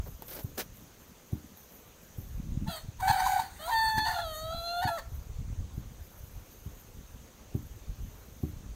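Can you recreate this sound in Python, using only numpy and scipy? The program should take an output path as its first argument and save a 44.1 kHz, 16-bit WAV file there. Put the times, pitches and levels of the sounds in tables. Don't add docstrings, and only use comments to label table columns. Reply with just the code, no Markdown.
import sys
import numpy as np
from scipy import signal
from scipy.fft import rfft, irfft
from scipy.io import wavfile
from scipy.ndimage import uniform_filter1d

SR = 44100
rng = np.random.default_rng(int(sys.argv[2]) if len(sys.argv) > 2 else 0)


def bounce(signal):
    frames = np.transpose(np.atleast_2d(signal))
    limited = np.clip(frames, -1, 1)
    pcm = np.round(limited * 32767).astype(np.int16)
    wavfile.write(sys.argv[1], SR, pcm)


N = 385875
T = np.arange(N) / SR
EDGE_HZ = 15750

# frequency in Hz, density in dB per Hz (relative).
HISS_COLOUR = [(59, -32), (100, -11.5), (229, -4), (295, -7), (502, -5), (648, -10), (1170, -13),
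               (1910, -17), (3540, -18.5), (5300, -21.5), (6420, -12), (7450, -21), (9610, -26),
               (14100, -26.5), (16000, -22)]
HISS_DB = -57

# time in seconds, large eddies and small eddies in dB (relative).
WIND_LEVELS = [(0, -48, -56), (.6, -54, -50), (.8, -56, -55), (1.25, -60, -57), (2.1, -59, -58),
               (2.3, -40, -52), (2.38, -33, -40), (2.68, -32, -31), (2.75, -52, -60), (3.3, -49, -56),
               (4.0, -52, -58), (5.05, -48, -58), (5.2, -43, -60), (5.62, -37, -46), (5.68, -46, -52),
               (6.1, -56, -59), (7.4, -51, -55), (7.7, -43, -60), (8.25, -48, -55), (8.75, -47, -55)]
# peak time in seconds, level in dB (relative), length in seconds.
WIND_PUFFS = [(0, -30, .06), (.09, -34, .1), (.46, -43, .1), (.7, -48.5, .1), (2.19, -43, .12),
              (2.85, -34.5, .06), (3.02, -32, .07), (3.09, -35, .1), (3.24, -37.5, .12), (3.73, -43, .12),
              (3.87, -39, .1), (3.97, -33.5, .07), (4.09, -38.5, .1), (4.26, -38, .15), (4.46, -39, .12),
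              (4.56, -33, .12), (5.12, -37, .1), (5.19, -35, .1), (5.39, -29, .1), (5.48, -27, .07),
              (5.61, -26, .05), (5.78, -37, .15), (5.85, -34.5, .08), (6.0, -42.5, .18), (6.24, -40, .1),
              (6.38, -38, .08), (6.68, -43, .15), (6.99, -47, .15), (7.14, -37, .07), (7.9, -34.5, .1),
              (8.04, -33, .12), (8.58, -42, .15), (8.7, -37, .08)]
PUFF_RISE, PUFF_FALL = .6, .7
PUFF_EDGE_DB = -17
RUMBLE_DB, RUMBLE_FALL_S = -9, .2

# start of hold in seconds, hold in seconds,
# grit level in dB, dull part in dB.
PAW_SCUFFS = [(.062, .02, -68, -50), (.226, .008, -58, -50), (.284, .02, -52, -58), (.31, .035, -48, -54),
              (.352, .055, -49, -47), (.579, .012, -39, -38), (.598, .018, -35, -46)]
SCUFF_RISE_S, SCUFF_FALL_S = .006, .018
# frequency in Hz, level in dB (relative).
GRIT_COLOUR = [(880, -28), (1500, -4.5), (2910, -8), (5830, -6), (8490, -15), (14100, -12), (16000, -5)]
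DRAG_COLOUR = [(120, -27), (250, 3), (600, 3), (1000, -7.5), (1500, -11), (2200, -27)]
# start in seconds, level in dB, centre in Hz, knock in dB (relative).
PEBBLE_CLICKS = [(0.0624, -50, 14800, -57), (0.0757, -42, 14600, -56), (0.2224, -30, 13600, -30.5),
                 (0.2823, -31, 14000, -51), (0.5811, -29, 13800, -53), (0.7716, -43, 6840, -61),
                 (0.7924, -51, 6780, -63), (0.8074, -47, 6540, -61), (1.5544, -52, 14400, -58),
                 (1.5738, -38, 14100, -55), (1.7225, -41, 14100, -62)]
# peak in seconds, level in dB, fall in seconds for 20 dB.
RUSTLES = [(.07, -55, .2), (.22, -54, .03), (.31, -43.5, .19), (.585, -41, .06), (.77, -58, .15),
           (1.01, -66, .25), (1.32, -63, .35), (1.58, -56, .1), (1.73, -57, .2), (2.05, -66, .5),
           (2.19, -60, .2), (5.14, -61, .2), (5.77, -63, .12), (6.04, -67, .4), (6.19, -60, .35),
           (6.52, -63, .3), (6.75, -67, .8), (7.56, -61, .05), (7.64, -64, .27), (8.04, -68, .27),
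           (8.21, -66, .4), (8.43, -63, .15)]
RUSTLE_RISE, RUSTLE_FLOOR_DB = .3, -73
# frequency in Hz, level in dB (relative).
RUSTLE_COLOUR = [(6000, -37), (10000, -16), (12500, -10.5), (14000, -1), (16000, -25)]

# start in seconds, push in dB, boom and gritty tick in dB (relative).
FAR_BLOWS = [(0.436, -26, -45, -54), (1.321, -23, -36, -57.5), (2.175, -30.5, -47, -59),
             (2.876, -30, -57, -65), (3.09, -25, -47, -57), (3.969, -30, -37, -51),
             (4.843, -25.5, -38.5, -66), (5.769, -28, -45, -68), (6.652, -33, -47.5, -64),
             (7.541, -22.5, -32, -58.5), (8.426, -24.5, -31, -67)]
# nominal frequency in Hz, level in dB (relative), t60 in seconds.
BLOCK_MODES = [(76.2, -10.5, 0.32), (223, -3.5, 0.12), (291.7, -11, 0.27), (381, -7, 0.095),
               (592, -19, 0.074), (780, -19.5, 0.075), (1150, -26, 0.071)]

LOW_SIDE = [
    [(2.675, 688, -55, -46, -60), (2.693, 669, -44, -40, -47), (2.72, 670, -46, -39, -46),
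     (2.74, 643, -46, -41, -48), (2.77, 619, -49, -45, -53), (2.82, 615, -70, -57, -68)],
    [(3.01, 742, -58, -54, -58), (3.027, 759, -29.5, -55, -52), (3.1, 765, -28, -46, -46),
     (3.18, 748, -31, -47, -52), (3.29, 762, -30, -46, -39), (3.375, 748, -30, -47, -47),
     (3.42, 756, -40, -53, -50), (3.48, 726, -60, -64, -61)],
    [(3.59, 590, -54, -53, -58), (3.64, 630, -45, -46, -52), (3.685, 706, -37, -47, -49),
     (3.71, 797, -38, -45, -46), (3.74, 801, -56, -41, -45)],
    [(4.05, 750, -44, -37, -50), (4.07, 697, -40, -43, -47), (4.135, 722, -40, -41, -52),
     (4.18, 678, -34, -39, -51), (4.215, 692, -38, -41, -53), (4.256, 648, -40, -45, -51),
     (4.358, 615, -45, -47, -44), (4.46, 645, -40.5, -47, -52), (4.53, 655, -38.5, -44, -52),
     (4.545, 677, -41, -43, -52), (4.578, 671, -44, -41, -52), (4.7, 688, -39, -40, -50),
     (4.754, 697, -34.5, -40, -51), (4.802, 706, -32.5, -39, -49), (4.825, 728, -34, -44, -50),
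     (4.866, 745, -33, -44, -52), (4.885, 690, -40, -43, -51), (4.915, 684, -33.5, -47, -51),
     (4.97, 668, -37.5, -47, -52), (4.985, 560, -41, -60, -59), (5.02, 545, -62, -62, -70)],
]
HIGH_SIDE = [
    [(3.678, 965, -36, -48, -50), (3.705, 975, -35, -49, -49), (3.725, 906, -29, -38, -47),
     (3.801, 891.6, -29, -34, -48), (3.961, 872, -31.5, -38, -45), (4.02, 870, -31, -35, -47),
     (4.065, 872, -33, -38, -50), (4.115, 889, -34, -42, -46), (4.16, 879, -49, -55, -52)],
]
VOICE_BREAKS = [(2.677, .002, 880, -38, -46, -57, -55), (3.004, .005, 965, -39, -36, -52, -46),
                (3.082, .03, 850, -25, -26, -38, -44), (3.196, .01, 870, -30, -40, -55, -46),
                (3.266, .004, 994, -27, -30, -47, -47), (3.394, .01, 890, -30, -46, -57, -46),
                (3.983, .006, 884, -42, -45, -47, -37), (4.186, .018, 855, -37, -36, -48, -55),
                (4.83, .012, 900, -36, -36, -50, -47), (4.878, .014, 843, -31, -26, -42, -47),
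                (4.985, .012, 885, -52, -46, -50, -43)]
BREAK_RISE_S, BREAK_FALL_S = .013, .018
BREAK_TREBLE_DB, BREAK_HOARSE = -6, .62
# time in seconds, hoarseness from 0 to 1.
HOARSENESS = [(2.66, .45), (2.82, .2), (3.03, .1), (3.07, .2), (3.1, .45), (3.48, .5), (3.6, .3),
              (3.66, .22), (3.7, .55), (3.74, .1), (4.045, .08), (4.07, .6), (4.14, .6), (4.21, .5),
              (4.26, .05), (4.5, .08), (4.55, .25), (4.6, .08), (5.0, .08)]
# frequency in Hz, density in dB per Hz (relative).
LOW_THROB = [(10, -14), (40, 4.5), (110, -4), (250, -18), (500, -40)]
UPPER_THROB = [(10, -13), (60, 3), (300, -7), (700, -41)]
# frequency in Hz, level in dB.
THROAT_COLOUR = [(1240, -3), (1330, -5), (1400, -8), (1520, -11), (1700, -10), (1770, -3), (1860, -9),
                 (1930, -26), (2080, -42), (2260, -20), (2600, -26), (3000, -33)]
# frequency in Hz, level in dB (relative).
PIPE_COLOUR = [(2300, -41.5), (2750, -18), (3200, -6.5), (3500, -11), (4100, -5.5), (4500, -6), (4720, -24),
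               (4900, -33), (5500, -64), (6100, -13.5), (6800, -11), (7400, -27.5), (8300, -16.5),
               (10000, -25.5), (11800, -10), (12800, -27), (14200, -14), (16000, -39)]
# time in seconds, level in dB (relative).
BEAK_AIR = [
    [(2.66, -71), (2.702, -48), (2.768, -42), (2.85, -63)],
    [(2.99, -60), (3.03, -41), (3.24, -39), (3.39, -42), (3.504, -54), (3.55, -53)],
    [(3.55, -51), (3.658, -42), (3.8, -39), (3.892, -41), (3.96, -54), (4.04, -51), (4.074, -40.5),
     (4.272, -60), (4.82, -60), (4.95, -54), (5.05, -70)],
]
# frequency in Hz, level in dB (relative).
BEAK_COLOUR = [(400, -33), (800, -2), (1150, -8.5), (1550, -1.5), (1900, -2), (2250, -13), (2900, -14),
               (4550, -1), (5500, -15), (6100, 0.5), (7200, -3), (8600, 4), (10300, -9), (11700, -2),
               (12900, -11), (13900, 2), (16000, 0)]
AIR_PATCH_DB = 4
WOBBLE_HZ = 26
DIP_HZ = 5300
WALLS_DB = -13
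CROW_SPAN = slice(round(2.6 * SR), round(2.6 * SR) + 110592)


def amp(db):
    return 10 ** (np.asarray(db) / 20)


def evened(x):
    return x / np.sqrt(np.mean(x ** 2) + 1e-20)


def read(points, hz):
    f, value = np.transpose(points)
    return np.interp(np.log(hz + 1), np.log(f + 1), value)


def add(mix, s, sound):
    part = mix[round(s * SR):][:len(sound)]
    part += sound[:len(part)]


def coloured(x, points):
    gain = amp(read(points, np.fft.rfftfreq(len(x), 1 / SR)))
    return evened(irfft(rfft(x) * gain, len(x)))


def slow(hz):
    return evened(signal.lfilter(*signal.butter(2, hz, fs=SR), rng.standard_normal(N)))


def level(tables, column, fade=.006):
    out = np.zeros(N)
    for rows in tables:
        rows = np.array(rows)
        t = np.arange(max(rows[0, 0] - fade / 2, 0), rows[-1, 0] + fade / 2, 1 / SR)
        edge = np.clip(np.minimum(t - t[0], t[-1] - t) / fade, 0, 1)
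        add(out, t[0], edge * amp(np.interp(t, rows[:, 0], rows[:, column])))
    return out


def swells(s, db, rise, fall, hold=0):
    out = np.zeros(N)
    for s, db, rise, fall, hold in np.broadcast(s, db, rise, fall, hold):
        t = np.arange(-min(2 * rise, s), hold + 2 * fall, 1 / SR)
        climb = 20 * np.minimum(t, 0) / rise
        drop = 20 * np.maximum(t - hold, 0) / fall
        add(out, s + t[0], amp(db + climb - drop))
    return out


def streaky(x, patch_db):
    z = signal.stft(x, nperseg=512, noverlap=384)[2]
    patches = uniform_filter1d(rng.standard_normal(z.shape), size=3, axis=0)
    patches = evened(uniform_filter1d(patches, size=12, axis=1))
    return evened(signal.istft(z * amp(patch_db * patches), nperseg=512, noverlap=384)[1][:len(x)])


def yard():
    frames = N // 128 + 5
    a, b, patches = rng.standard_normal((frames, 257, 3)).T
    patches = evened(uniform_filter1d(uniform_filter1d(patches, 6, 0), 16, 1))
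    hiss = signal.istft((a + 1j * b) * amp(1.47 * patches), nperseg=512, noverlap=384)[1][:N]
    return amp(HISS_DB) * coloured(hiss, HISS_COLOUR)


def wind():
    s, db, small_db = np.transpose(WIND_LEVELS)
    at, puff_db, span = np.transpose(WIND_PUFFS)
    puffs = swells(at, puff_db, PUFF_RISE * span, PUFF_FALL * span)
    large = amp(np.interp(T, s, db)) + puffs
    rumble = swells([blow[0] + .02 for blow in FAR_BLOWS],
                    [blow[2] + RUMBLE_DB for blow in FAR_BLOWS], .01, RUMBLE_FALL_S)
    small = amp(np.interp(T, s, small_db)) + amp(PUFF_EDGE_DB) * puffs + rumble
    # lump width in seconds, lumps per second, spread of their sizes in dB, gain over time.
    eddies = [(0.0058, 120, 1.4, 0.62 * large),
              (0.0038, 80, 1.6, 0.95 * large),
              (0.0026, 54, 3.5, 0.6 * large + .6 * rumble),
              (0.0014, 90, 3.6, small)]
    t, out = np.arange(-2000, 2000) / SR, np.zeros(N)
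    for width, per_s, spread_db, gain in eddies:
        size = amp(spread_db * np.minimum(rng.exponential(1, N), 4))
        strikes = size * (rng.random(N) < per_s / SR)
        lump = (1 - (t / width) ** 2) * np.exp(-(t / width) ** 2 / 2)
        out += gain * evened(signal.oaconvolve(strikes, lump, "same"))
    return out * amp(-6)


def scuffle():
    grains = rng.standard_normal(N) * amp(1.7 * slow(300) + 2.0 * slow(58))
    at, hold, grit_db, dull_db = np.transpose(PAW_SCUFFS)
    out = coloured(grains, GRIT_COLOUR) * swells(at, grit_db, SCUFF_RISE_S, SCUFF_FALL_S, hold)
    out += coloured(grains, DRAG_COLOUR) * swells(at, dull_db, SCUFF_RISE_S, SCUFF_FALL_S, hold)
    t = np.arange(1500) / SR
    for s, db, hz, knock_db in PEBBLE_CLICKS:
        knock = amp(knock_db - 7.5 - 60 * t / 0.024) * np.sin(2 * np.pi * 900 * t)
        click = np.cos(2 * np.pi * hz * t) + 0.49 * rng.standard_normal(len(t))
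        add(out, s, knock)
        add(out, s, amp(db - 60 * t / 0.0027) * click)
    rustle = coloured(rng.standard_normal(N) * amp(1.9 * slow(31)), RUSTLE_COLOUR)
    at, db, fall = np.transpose(RUSTLES)
    return out + rustle * (swells(at, db, RUSTLE_RISE * fall, fall) + amp(RUSTLE_FLOOR_DB))


def pounding():
    out, t = np.zeros(N), np.arange(SR // 3) / SR
    u = t - .0115
    chances = rng.random((len(FAR_BLOWS), len(BLOCK_MODES)))
    for (s, db, boom_db, tick_db), chance in zip(FAR_BLOWS, chances):
        push = np.cos(2 * np.pi * (120 * u - 1500 * u ** 2))
        push *= np.exp(-(u / np.where(u < 0, .004, .011)) ** 2)
        ring = np.zeros(len(t))
        for (hz, mode_db, t60), c in zip(BLOCK_MODES, chance):
            struck_hz = hz * (.95 + .1 * c)
            ring += amp(mode_db - 60 * t / t60) * np.sin(2 * np.pi * (struck_hz * u + 0.31 * c))
        blow = amp(db) * push + amp(boom_db + 8) * ring * np.clip((t - .003) / 0.0073, 0, 1)
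        add(out, s, blow)
        add(out, s + .047, -amp(-18.5) * blow)
        grit = np.diff(rng.standard_normal(len(t) + 2), 2)
        add(out, s, amp(tick_db - 60 * t / 0.053) * grit)
    return out


def syrinx(pitch, gains, rough, shake):
    s, hz = np.transpose(sorted(pitch))
    a, b = CROW_SPAN.start, CROW_SPAN.stop
    hz = uniform_filter1d(np.interp(T, s, hz), size=400)[a:b]
    rough = rough[a:b]
    shaken_hz = hz + WOBBLE_HZ * (rough + 0.081) * slow(119.77)[a:b]
    turn = np.exp(2j * np.pi * np.cumsum(shaken_hz) / SR)
    tones = [0] * 5
    for k in range(1, 4):
        tones[k - 1] = amp(read(THROAT_COLOUR, k * hz) * (k > 1)) * turn ** k * np.exp(1j * k)
    wave, coarse = turn ** 3, T[a:b:64]
    for k in range(4, 28):
        wave = wave * turn
        drift_db = 3.3 * np.interp(coarse, T[::1500], rng.standard_normal(len(T[::1500])))
        tone_hz = k * hz[::64]
        gain = amp(read(PIPE_COLOUR, tone_hz) + drift_db) * (tone_hz < EDGE_HZ)
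        tone = np.interp(T[a:b], coarse, gain) * wave * np.exp(1j * k * k)
        tones[3] = tones[3] + tone * (k * hz < DIP_HZ)
        tones[4] = tones[4] + tone * (k * hz >= DIP_HZ)
    out = np.zeros(N)
    tone_gains = [gains[0], gains[1], *gains[1:]]
    for k, (tone, gain) in enumerate(zip(tones, tone_gains)):
        throb = coloured(rng.standard_normal(b - a), LOW_THROB if k < 3 else UPPER_THROB)
        kick = shake * rough * signal.hilbert(throb)
        hoarse_tone = tone * gain[a:b] * (1 + kick) / np.hypot(1, shake * rough)
        out[a:b] += np.sqrt(2) * hoarse_tone.real
    return out


def crow():
    s, hold, hz, db, next_db, middle_db, air_db = np.transpose(VOICE_BREAKS)
    break_levels = (db, next_db, middle_db, middle_db + BREAK_TREBLE_DB, air_db, 0)
    *break_tones, break_air, break_shape = [
        swells(s, d, BREAK_RISE_S, BREAK_FALL_S, hold) for d in break_levels]
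    rough = np.maximum(np.interp(T, *np.transpose(HOARSENESS)), BREAK_HOARSE * np.sqrt(break_shape))

    air = coloured(rng.standard_normal(N) * amp(1.5 * slow(55)), BEAK_COLOUR)
    air_gain = (level(BEAK_AIR, 1, 0.0037) + break_air + 1e-9) * amp(-5.0)
    air = streaky(air, AIR_PATCH_DB) * air_gain
    low_air = signal.sosfilt(signal.butter(4, DIP_HZ, fs=SR, output="sos"), air)
    rasp = amp(14. * (rough + 0.5))

    columns = [2, 2, 3, 4]
    low_pitch = [row[:2] for note in LOW_SIDE for row in note]
    low = syrinx(low_pitch, [level(LOW_SIDE, k) for k in columns], rough, 1.1)
    high_pitch = [row[:2] for row in HIGH_SIDE[0]] + [*zip(s, hz), *zip(s + hold, hz)]
    high_gains = [level(HIGH_SIDE, k) + part for k, part in zip(columns, break_tones)]
    high = syrinx(high_pitch, high_gains, rough, 0.71)

    bass_cut = signal.butter(4, 520, "high", fs=SR, output="sos")
    voice = signal.sosfilt(bass_cut, low + high + air + (rasp - 1) * low_air)
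    t = np.arange(SR // 2) / SR
    tail = rng.standard_normal(len(t)) * amp(-60 * t / 0.38) * (t > .008)
    return voice + amp(WALLS_DB) * signal.oaconvolve(voice, tail / np.linalg.norm(tail))[:N]


def scene():
    return (yard() + wind() + scuffle() + pounding() + crow())[None]


def record(dry):
    lowpass = signal.firwin(511, EDGE_HZ, window=("kaiser", 9), fs=SR)
    return signal.oaconvolve(dry, lowpass[None], "same")


dry = scene()
out = record(dry)
bounce(out)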